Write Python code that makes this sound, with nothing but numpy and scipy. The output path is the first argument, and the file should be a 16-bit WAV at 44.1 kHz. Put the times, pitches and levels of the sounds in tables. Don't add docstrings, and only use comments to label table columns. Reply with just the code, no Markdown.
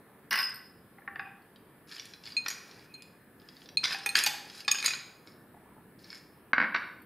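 import sys
import numpy as np
from scipy import signal
from scipy.io import wavfile
from scipy.ndimage import uniform_filter1d, minimum_filter1d

SR = 44100
rng = np.random.default_rng(int(sys.argv[2]) if len(sys.argv) > 2 else 0)


def to_wav(s):
    ch = np.atleast_2d(s).T
    pcm = np.round(np.clip(ch, -1, 1) * 32767)
    wavfile.write(sys.argv[1], SR, pcm.astype(np.int16))


def level_to_linear(level):
    exponent = np.asarray(level, float) / 20
    return 10 ** exponent


N = 310905

# (time [s], first ring peak [dB], second, third and fourth ring against the first [dB])
CLINKS = [(1.1945, -42, -18, -33, -48), (2.3665, -20.5, 1.5, -22, -28), (2.5018, -46.5, -10, 10.5, -17),
          (2.94, -50, 12.5, -9, -9.5), (3.7712, -20.5, 9.5, -22.5, -18), (3.843, -42, -17, -11.5, -32),
          (4.0611, -18.5, -30, -24, -14.5), (4.0904, -22.5, -0.5, -23, -10.5),
          (4.156, -26, -5, -4.5, -12.5), (4.1676, -23.5, -2, -9.5, -7.5), (4.2372, -22.5, -2.5, -3.5, -2),
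          (4.266, -22, -12, -10, -47), (4.648, -39.5, -10, -32.5, -12.5), (4.6799, -28.5, 6.5, -4, -12),
          (4.7147, -18, -16.5, 0.5, -9.5), (4.7852, -29, -5, -13.5, -27.5), (4.826, -30, -3.5, -13, -13),
          (4.8613, -28, -7, 5, -4), (4.8804, -25, -6.5, -5, -38), (4.905, -26.5, -19.5, -37, -30),
          (4.9506, -31.5, -19, -8, -30)]
# (frequency [Hz], level [dB], t60 [s])
TUMBLER_MODES = [
    [(2474, 0, .2), (2486, -1.5, .17)],
    [(4181, 0, .09), (4193, -1.5, .08)],
    [(6690, 0, .07), (6625, -3, .05), (6810, -8, .03), (7180, -12, .04), (7450, -12, .02)],
    [(8600, 0, .06), (9600, -12, .02), (10850, -6, .035), (12000, -11, .025), (12800, -7, .035),
     (14600, -12, .025)],
]
RING_EMPTY, RING_FILLED, FILLED_S = 1, 0.35, 3.5
# (start [s], peak [s], end [s], peak level [dB], fall [dB])
RUBS = [
    (1.197, 1.263, 1.4, -53, 15),
    (2.864, 2.96, 3.09, -58.5, 6),
]
# (time [s], clack peak [dB], thud and crack against the clack [dB])
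DROPS = [(2.4618, -24.5, 3.5, -26), (2.471, -32, 1, -23), (2.4828, -17, -4, -7.5), (2.5032, -23, -6, -8),
         (2.5115, -30, 1, -22), (2.5265, -34, -3, -24), (3.8334, -28, 3, -20.5), (3.8395, -9, -9.5, -25.5),
         (3.8472, -13, -12.5, -22.5), (3.8542, -17.5, 0, -19.5), (3.872, -25, -6.5, -25),
         (3.8805, -24.5, -4, -27.5), (3.9075, -25, 2.5, -23), (3.9238, -19.5, -14.5, -24.5),
         (3.9455, -27.5, 5, -23.5), (4.0362, -31, -9, -16.5), (4.061, -21.5, 8, -0.5),
         (4.1538, -5, -6.5, -21.5), (4.173, -19.5, -6.5, -19.5), (4.1825, -12.5, -9, -18),
         (4.189, -12.5, -12, -7.5), (4.195, -19, -11.5, -18.5), (4.2625, -11, -7, -7),
         (4.2674, -12.5, -15.5, -15.5), (4.2734, -16.5, -5, -2.5), (4.295, -25, -12, -14.5),
         (4.6795, -15, 1.5, -20), (4.685, -17.5, -7.5, -26), (4.7126, -13.5, -10, -12.5),
         (4.7466, -27, 10, -12.5), (4.7535, -24.5, 1, -21.5), (4.785, -25, -8, -18), (4.8005, -23, -7, -19),
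         (4.8262, -24.5, 0, -9), (4.841, -25.5, 5, -12), (4.8455, -22, 0, -2.5), (4.853, -19.5, -3, -14.5),
         (4.8595, -13, -10.5, -7.5), (4.879, -20.5, -3, -16), (4.883, -22, -4.5, -16),
         (4.9065, -22.5, -2, -30), (4.9352, -21.5, -2.5, -26), (4.951, -36, -6, -23)]
# (time [s], clack peak [dB])
TICKS = [(1.4222, -56), (1.56, -41), (1.883, -55), (1.8937, -40), (1.9145, -28.5), (1.922, -30.5),
         (1.9642, -30), (1.982, -33), (1.9963, -26), (2.136, -30.5), (2.2373, -34), (2.2555, -29.5),
         (2.2642, -31), (2.2736, -28), (2.3035, -33), (2.321, -31.5), (2.693, -53), (2.7122, -36),
         (2.793, -43), (3.3986, -46), (3.418, -44), (3.4874, -34.5), (3.5676, -39.5), (3.6185, -38.5),
         (3.6584, -36), (3.689, -30.5), (4.4991, -32), (4.572, -43), (4.6048, -28)]
# (time [s], clack peak [dB])
SNAPS = [
    (2.0547, -34.5),
    (3.022, -34.5),
    (3.987, -30.5),
]
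TICK_THUD_DB, TICK_CRACK_DB, SNAP_CRACK_DB = -12, -24, -7
# (frequency [Hz], level [dB], t60 [s])
CUBE_MODES = [
    [(2800, -1.5, 0.0079), (3465, -5, 0.018), (4114, -5, 0.015), (4584, -7, 0.018), (5050, 1.5, 0.014),
     (5400, -9, 0.007), (3856, -7, 0.014), (3255, -13.5, 0.012)],
    [(840, -5.5, 0.003), (1190, -7.5, 0.011), (1440, -7, 0.012), (1576, -1.5, 0.012), (1778, -3.5, 0.02),
     (2290, 1.5, 0.015)],
    [(6564, 7, 0.0045), (7340, 0.5, 0.00037), (8860, -3.5, 0.0066), (10140, -1, 0.0042),
     (11250, -0.5, 0.004), (12230, 1, 0.0042), (14200, -23.5, 0.004)],
]
# (start [s], peak [s], end [s], peak level [dB], fall [dB])
SLIDES = [
    (1.871, 1.925, 2.17, -44.5, 17),
    (2.217, 2.264, 2.374, -48.5, 7),
    (3.362, 3.494, 3.66, -64.5, -9.5),
    (4.443, 4.596, 4.63, -43, 3),
    (5.258, 5.271, 5.41, -53, 36),
    (5.985, 6.156, 6.2, -49, 4),
]
# (start [s], peak [s], end [s], peak level [dB], fall [dB])
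JOSTLES = [
    (2.44, 2, 2.87, -48.5, 10.4),
    (3.847, 3.94, 3.99, -34, 44),
    (4.148, 4.166, 4.476, -26, 45),
    (4.68, 6.9, 4.3, -41.5, 46),
]
SWELL_DB, SLIDE_THUD_DB, JOSTLE_THUD_DB = 13, -2.5, 3.5
# (time [s], ring peak [dB], thud against it [dB])
SETTLES = [
    (5.2729, -38.5, -5),
    (5.3201, -51, -4),
    (5.9918, -49, -18),
    (6.043, -38.5, -12),
    (6.1029, -29, -11.5),
    (6.1285, -47.5, 11.5),
    (6.1285, -33, -11),
    (6.1536, -36, -7),
]
# (frequency [Hz], level [dB], t60 [s])
BOWL_MODES = [
    [(3800, -5, 0.0059), (4355, 3, 0.0085), (4915, -2, 0.013), (5456, 0, 0.024), (5600, -15, 0.0066),
     (7100, -20, 0.0022)],
    [(1360, -1, 0.0064), (1630, 1.5, 0.007), (2192, -9, 0.044)],
]
# (time [s], peak [dB])
SLUMPS = [
    (5.5427, -47.5),
    (5.567, -46),
    (5.618, -52),
    (5.657, -50),
    (5.676, -51),
    (5.718, -51),
    (5.748, -54),
    (5.764, -44.5),
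    (5.778, -49),
    (5.792, -49),
]
# (frequency [Hz], level [dB], t60 [s])
SLUMP_MODES = [
    [(363, -4, 0.017), (717, 3, 0.021), (950, 2.5, 0.027), (1154, -0.5, .02), (1400, -6, .012)],
]
# (time [s], knock peak [dB], edge against it [dB])
STEPS = [
    (0.9832, -40.5, -34),
    (1.0186, -44, -35),
    (1.076, -22, -27),
    (1.1573, -26, -15.5),
    (1.1942, -21.5, -14.5),
]
# (frequency [Hz], level [dB], t60 [s])
FOOT_MODES = [
    [(1136, -9.5, 0.036), (1420, -7.5, 0.029), (1540, -2.5, 0.02), (1855, 7.5, 0.013), (2045, -6, 0.023),
     (2270, 1.5, 0.01)],
    [(2740, -1, 0.0088), (3550, -8, 0.007), (4600, -12, 0.006), (5150, -13, 0.0048)],
]
# (time [s], peak [dB], ring length factor [1])
HOLLOWS = [(0.982, -46, 0.7), (1.075, -41, 0.83), (1.156, -39, 0.97), (1.193, -32.5, 1), (1.266, -37, 0.7),
           (3.945, -32, 0.57), (4.06, -33, 0.9), (4.266, -21.5, 0.18), (4.338, -30.5, 0.35),
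           (4.684, -27, 0.16), (4.844, -53, 0.93), (5.782, -44, 0.15)]
# (frequency [Hz], level [dB], t60 [s])
HOLLOW_MODES = [
    [(792.6, -4, 0.12), (877, -9, 0.066)],
]
FILLED_PITCH, FULL_S = 1.07, 4.2
# (time [s], knock peak [dB], edge and bass against it [dB])
KNOCKS = [
    (6.5325, -4.5, -26, -25),
    (6.7447, -17.5, -17.5, -38),
    (6.748, -8, -22.5, -36),
    (6.7585, -16, -24, -33),
    (6.7615, -13.5, -19.5, -31),
    (6.7735, -22, -21, -26),
]
# (frequency [Hz], level [dB], t60 [s])
COUNTER_MODES = [
    [(1074, -10, 0.021), (1220, -8, 0.021), (1622, 2, 0.014), (1720, 8, 0.0054), (1952, -3, 0.012),
     (2165, -3, 0.017), (2550, -12.5, 0.0089)],
    [(2740, 8, 0.016), (3440, -19, 0.039), (3840, 0, 0.02), (3960, 0, 0.016), (4470, 2, 0.017),
     (5150, -13, 0.01), (5480, -3.5, 0.018)],
    [(259, -6, 0.018), (481, -10.5, 0.021)],
]
ROCK_S, ROCK_DB, ROCK_LOSS_DB, ROCK_EDGE_DB, ROCK_BASS_DB = 6.5809, -6.5, 2.5, -30, -21.5
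ROCK_GAP_S, ROCK_SHRINK, ROCK_LAST_GAP_S = .017, .62, .0035
# (time [s], body peak [dB], edge against it [dB])
CLATTER = [(0.3092, -21, -4), (0.3135, -20, -14), (0.3195, -17, -10), (0.3245, -16, -10.5),
           (0.329, -11.5, -12), (0.335, -23, -11), (0.3395, -14.5, -12), (0.3465, -18, -12),
           (0.3562, -16, -9.5), (0.3615, -24, -12.5), (0.374, -21, -8), (0.3795, -18.5, -9.5),
           (0.388, -17.5, -8), (0.394, -20, -12), (0.4005, -20, -10.5), (0.4105, -24.5, -6.5),
           (0.4158, -25.5, -7.5), (0.4285, -26.5, -6)]
# (frequency [Hz], level [dB], t60 [s])
DISH_MODES = [
    [(950, -10, 0.016), (1113, -5.5, 0.026), (1287, -9.5, 0.022), (1590, -1, 0.027), (1750, 0, 0.022),
     (1957, -2.5, 0.031), (2190, -5, .02)],
    [(2590, -1, .02), (2840, -2.5, 0.025), (3310, -6, 0.013), (3860, -5.5, .015), (4370, -4.5, .015),
     (4800, -6, .015), (5470, -2.5, 0.022), (6100, -11.5, .01)],
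]
# (start [s], peak [s], end [s], peak level [dB], fall [dB])
SHIVER = (0.74, .35, .54, -23, 19)
SHIVER_SWELL_DB, SHIVER_SPOON_DB = 4, -9
# (time [s], low ring peak [dB], middle and top rings against it [dB])
CHATTER = [(0.3077, -24, -12.5, -11.5), (0.3274, -25.5, -5.5, -18.5), (0.335, -25.5, -14, -20),
           (0.3546, -19, -15.5, -20), (0.3755, -21.5, -15, -18), (0.3865, -21.5, -16, -17.5),
           (0.403, -21, -16.5, -19.5), (0.4165, -24, -14, -24), (0.4285, -21.5, -24, -27.5),
           (0.4465, -25, -20, -29), (0.494, -26.5, -20, -32)]
# (frequency [Hz], level [dB], t60 [s])
SPOON_MODES = [
    [(5078, 0, .3), (5014, -4, .2), (4592, -9, .05), (5500, -3, .04), (7144, -22, .06)],
    [(8366, -7, .08), (9383, -5, .07), (9916, -9, .09), (10570, -10, .09), (10970, -9, .07),
     (11400, 0, .045), (12050, -6, .03)],
    [(12880, -4, .06), (13870, -3, .06), (15040, -1, .055)],
]
SPOON_RING = 0.66
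# (time [s], peak [dB])
BANGLES = [
    (.5424, -36),
    (.5574, -36),
    (7.0184, -47),
]
# (frequency [Hz], level [dB], t60 [s])
BANGLE_MODES = [
    [(4470, -8, 0.035), (8900, -10.5, .04), (10900, -10, .02), (11980, 1, 0.028), (13100, -9, .025),
     (13900, -9, .02)],
]
UNEVEN_DB = 2
# (frequency [Hz], t60 [s])
KITCHEN_T60 = [(250, 0.99), (700, 0.73), (1700, 0.62), (4600, 0.55), (12000, 0.42)]
# (delay [s], level [dB])
ECHOES = [(.0045, -19.5), (.0072, -11), (0.01, -16), (0.0167, -30), (.021, -31.5)]
GLASS_WET_DB = -2.5
# (frequency [Hz], gain [dB])
MIC_GAIN = [(60, -8), (200, 3.5), (700, -4), (5000, -0.5), (5650, -5), (6000, -2.5), (8000, -1),
            (9000, -1.5), (16000, -1.5)]
# (frequency [Hz], density [dB per Hz])
AIR_SPECTRUM = [(25, -41), (100, -11.5), (160, -6), (260, -8), (430, -10.5), (600, -17.5), (1650, -20.5),
                (2500, -30), (4500, -41), (6500, -49.5), (8400, -38), (10500, -32.5), (15600, -33.5),
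                (15900, -64)]
# (frequency [Hz], side against mid [dB])
SIDE_AIR = [(30, -10.5), (120, -20.5), (500, -15.5), (1650, -11.5), (5000, 1.5), (8000, -3), (15000, -2.5)]
AIR_DB = -57.5
WHINE_HZ, WHINE_WIDTH_HZ, WHINE_DB = 1740, 42, 8.5


def tumbler():
    clinks = [(*row, RING_EMPTY if row[0] < FILLED_S else RING_FILLED) for row in CLINKS]
    struck = blows(clinks, TUMBLER_MODES, detune=0.0045, rise=0.00046, trim_db=[-3.5, -2.5, 7.0, 8.5], uneven_db=3.8)
    return struck + rubs()


def rubs():
    level, _ = levels([stroke(*row, SWELL_DB, 0) for row in RUBS])
    size = round(RUBS[-1][2] * SR)
    return level * slips(TUMBLER_MODES[0], 400, 3, .1, .2, size=size, count=3)


def ice():
    ticks = [(*row, TICK_THUD_DB, TICK_CRACK_DB) for row in TICKS]
    snaps = [(*row, TICK_THUD_DB, SNAP_CRACK_DB) for row in SNAPS]
    clacks = DROPS + ticks + snaps
    return blows(clacks, CUBE_MODES, detune=0.086, rise=0.00019, trim_db=[-4, -3, 3], skid=.004) + slides()


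def slides():
    in_bowl = [stroke(*row, SWELL_DB, SLIDE_THUD_DB) for row in SLIDES]
    in_tumbler = [stroke(*row, SWELL_DB, JOSTLE_THUD_DB) for row in JOSTLES]
    level, thud = levels(in_bowl + in_tumbler)
    size = round(SLIDES[-1][2] * SR)
    clack, low, crack = (slips(modes, 2000, 3.4, 0.065, 0.8, size=size, count=6) for modes in CUBE_MODES)
    return level_to_linear(-7.0) * (level * (clack + level_to_linear(-5.5) * crack) + thud * low)


def bowl():
    touches = blows(SETTLES, BOWL_MODES, detune=0.054, rise=0.00044, trim_db=[-1.5, -2.5])
    return touches + blows(SLUMPS, SLUMP_MODES, detune=0.18, rise=.002, trim_db=[0], uneven_db=5)


def foot():
    return blows(STEPS, FOOT_MODES, detune=0.047, rise=0.0019, trim_db=[-1.5, 1.5])


def hollow():
    fuller = [[(hz * FILLED_PITCH, db, t60) for hz, db, t60 in HOLLOW_MODES[0]]]
    early = [row for row in HOLLOWS if row[0] <= FULL_S]
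    late = [row for row in HOLLOWS if row[0] > FULL_S]
    out = blows(early, HOLLOW_MODES, detune=0.13, rise=0.002, trim_db=[-3])
    return out + blows(late, fuller, detune=0.13, rise=0.002, trim_db=[-3])


def counter():
    return blows(KNOCKS + rocking(), COUNTER_MODES, detune=0.065, rise=0.00051, trim_db=[-1.5, 5, 1.5])


def rocking(count=9):
    k = np.arange(count)
    gaps = ROCK_LAST_GAP_S + ROCK_GAP_S * ROCK_SHRINK ** k
    times = ROCK_S + np.cumsum(gaps) - gaps
    return [(s, ROCK_DB - ROCK_LOSS_DB * n, ROCK_EDGE_DB, ROCK_BASS_DB) for n, s in enumerate(times)]


def dish():
    clatter = blows(CLATTER, DISH_MODES, detune=.05, rise=0.00053, trim_db=[-4, 3], uneven_db=5)
    level, spoon_level = levels([stroke(*SHIVER, SHIVER_SWELL_DB, SHIVER_SPOON_DB)])
    size = SR // 2 + 2000
    body, edge = (slips(modes, 1500, 2.5, .1, .8, size=size) for modes in DISH_MODES)
    spoon_groups = (SPOON_MODES[0], SPOON_MODES[1][:5] + SPOON_MODES[2])
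    low, high = (slips(modes, 500, 3.0, .1, .22, size=size) for modes in spoon_groups)
    buzz = body + level_to_linear(-1.5) * edge
    jingle = low + level_to_linear(-2) * high
    return clatter + level_to_linear(-8.5) * (level * buzz + spoon_level * jingle)


def spoon():
    rows = [(*row, SPOON_RING) for row in CHATTER]
    return blows(rows, SPOON_MODES, detune=0.0053, rise=0.00074, trim_db=[-5, 3, 4], uneven_db=4.5)


def bangles():
    return blows(BANGLES, BANGLE_MODES, detune=.01, rise=.0004, trim_db=[0])


def blows(rows, body, detune, rise, trim_db, skid=0, uneven_db=UNEVEN_DB):
    out = np.zeros(N)
    luck = rng.standard_normal((len(rows), len(body), 2, 8))
    again = rng.random((len(rows), 3))
    for (s, db, *rest), lucks, late in zip(rows, luck, again):
        longer = max(rest[-1], .1) if len(rest) == len(body) else 1
        for modes, rel_db, trim, one in zip(body, [0, *rest], trim_db, lucks):
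            sound = level_to_linear(db + rel_db + trim) * ring(modes, longer, one, detune, uneven_db, rise)
            add(out, s, sound)
            if skid > 0:
                for share in late:
                    add(out, s + skid * share, np.clip((db + 45) / 40, 0, .6) * sound)
    return out


def ring(modes, longer, luck, detune, uneven_db, rise):
    hz, db, t60 = np.transpose(modes)[:, :, None]
    t = np.arange(int(SR * min(t60.max() * longer, .4)) + 64) / SR
    pitch, strength = luck[:, :len(modes), None]
    hz = hz * (1 + detune * pitch * np.minimum(.012 / t60, 1))
    decay = level_to_linear(db + uneven_db * strength - 60 * t / (t60 * longer))
    wave = (decay * np.sin(2 * np.pi * hz * t)).sum(0)
    wave = wave * (1 - np.exp(-t / rise)) ** 2
    return wave / abs(wave).max()


def slips(modes, per_s, spread_db, detune, longer, size=N, count=8):
    strength = level_to_linear(spread_db * np.minimum(rng.exponential(1, size), 5))
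    strength = strength * (rng.random(size) < per_s / SR)
    place = rng.integers(0, count, size)
    luck = rng.standard_normal((count, 2, 8))
    rings = [ring(modes, longer, one, detune, uneven_db=4, rise=.0002) for one in luck]
    out = sum(signal.oaconvolve(strength * (place == k), r)[:size] for k, r in enumerate(rings))
    return np.pad(evened(out), (0, N - size))


def stroke(start, peak, end, db, fall_db, swell_db, share_db):
    return [(start, db - swell_db, share_db), (peak, db, share_db), (end, db - fall_db, share_db)]


def levels(tables):
    t, out = np.arange(N) / SR, np.zeros((2, N))
    for rows in tables:
        s, db, share_db = np.transpose(rows)
        inside = np.clip(np.minimum((t - s[0]) / 0.0022, (s[-1] - t) / 0.015), 0, 1)
        out += inside * level_to_linear([np.interp(t, s, db), np.interp(t, s, db + share_db)])
    return out


def add(mix, s, sound):
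    part = mix[round(s * SR):][:len(sound)]
    part += sound[:len(part)]


def evened(x):
    return x / np.sqrt(np.mean(x ** 2) + 1e-20)


def read(points, hz):
    f, value = np.transpose(points)
    return np.interp(np.log(hz + 1), np.log(f + 1), value)


def microphone(x):
    log_gain = np.log(level_to_linear(read(MIC_GAIN, abs(np.fft.fftfreq(2048, 1 / SR)))))
    taps = np.fft.ifft(np.exp(np.conj(signal.hilbert(log_gain)))).real
    return signal.oaconvolve(x, taps[:1024])[:N]


def kitchen(x, far, tail_db, side_db):
    taps = np.zeros((4, SR))
    at = np.arange(260, SR - 20, 20) + rng.integers(0, 20, (4, (SR - 261) // 20))
    np.put_along_axis(taps, at, rng.choice([-1., 1.], at.shape), 1)
    hz, t, z = signal.stft(taps, SR, nperseg=256)
    tail = signal.istft(z * level_to_linear(-60 * t / read(KITCHEN_T60, hz)[:, None]), SR, nperseg=256)[1]
    tail *= level_to_linear(tail_db) / np.linalg.norm(tail[0])
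    turn = 2 * np.pi * (3 * np.arange(N) / SR + np.arange(3)[:, None] / 3)
    fed = np.vstack([far * np.sqrt(2 / 3) * np.cos(turn), far])
    wet = signal.fftconvolve(fed, tail, axes=1)[:, :N]
    mid = x + wet[:3].sum(0)
    for s, db in ECHOES:
        add(mid, s, level_to_linear(db) * x)
    side = level_to_linear(side_db) * wet[3] + level_to_linear(-27) * np.gradient(mid)
    return mid + side * np.array([[1], [-1]])


def air():
    frames, hz = N // 256 + 5, np.fft.rfftfreq(1024, 1 / SR)
    a, b, c, d, patches = rng.standard_normal((frames, 513, 5)).T
    patches = evened(uniform_filter1d(uniform_filter1d(patches, 14, 0), 30, 1))
    mid = a + 1j * b
    side = (c + 1j * d) * level_to_linear(read(SIDE_AIR, hz))[:, None]
    z = np.array([mid + side, mid - side]) * level_to_linear(1.4 * patches)
    whine_db = WHINE_DB * np.exp(-((hz - WHINE_HZ) / WHINE_WIDTH_HZ) ** 2)
    z *= level_to_linear(read(AIR_SPECTRUM, hz) + whine_db)[:, None]
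    return level_to_linear(AIR_DB) * evened(signal.istft(z, nperseg=1024, noverlap=768)[1][:, :N])


def scene():
    glass = microphone(tumbler())
    rest = microphone(ice() + bowl() + foot() + hollow() + counter() + dish() + spoon() + bangles())
    return kitchen(glass + rest, level_to_linear(GLASS_WET_DB) * glass + rest, tail_db=-6.0, side_db=-26.0) + air()


def roll_off(x):
    return signal.sosfilt(signal.butter(12, 16820, fs=SR, output="sos"), x)


def record(dry):
    power_db = 10 * np.log10(abs(uniform_filter1d(np.diff(dry.mean(0), prepend=0) ** 2, 64)) + 1e-12)
    ahead_db = -minimum_filter1d(-power_db, size=351, origin=-175)
    mute = uniform_filter1d(np.clip((ahead_db - power_db - 32.0) / 4, 0, 1), size=40)
    bass = signal.oaconvolve(dry, signal.firwin(201, 600, fs=SR)[None], "same")
    muted = bass + (dry - bass) * level_to_linear(-30 * mute)
    hz, _, z = signal.stft(muted, SR, nperseg=1024, noverlap=768)
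    band_db = 10 * np.log10(uniform_filter1d(abs(z.mean(0)) ** 2, size=3, axis=0) + 1e-20)
    waver = rng.standard_normal((65, z.shape[2] // 4 + 1)).repeat(8, 0).repeat(4, 1)[:513, :z.shape[2]]
    budget_db = 52 - 11 * (hz > 13200)[:, None] + 5 * waver
    near_db = -minimum_filter1d(-band_db, size=41, axis=0)
    under_db = np.maximum(band_db.max(0) - budget_db, near_db - budget_db + 33) - band_db
    thinned = np.clip(under_db / 3, 0, 1) * (hz > 5900)[:, None]
    z = z * level_to_linear(-25 * thinned) * (hz < 16700)[:, None]
    mix = signal.istft(z, SR, nperseg=1024, noverlap=768)[1][:, :N]
    return roll_off(mix)


dry = scene()
out = record(dry)
to_wav(out)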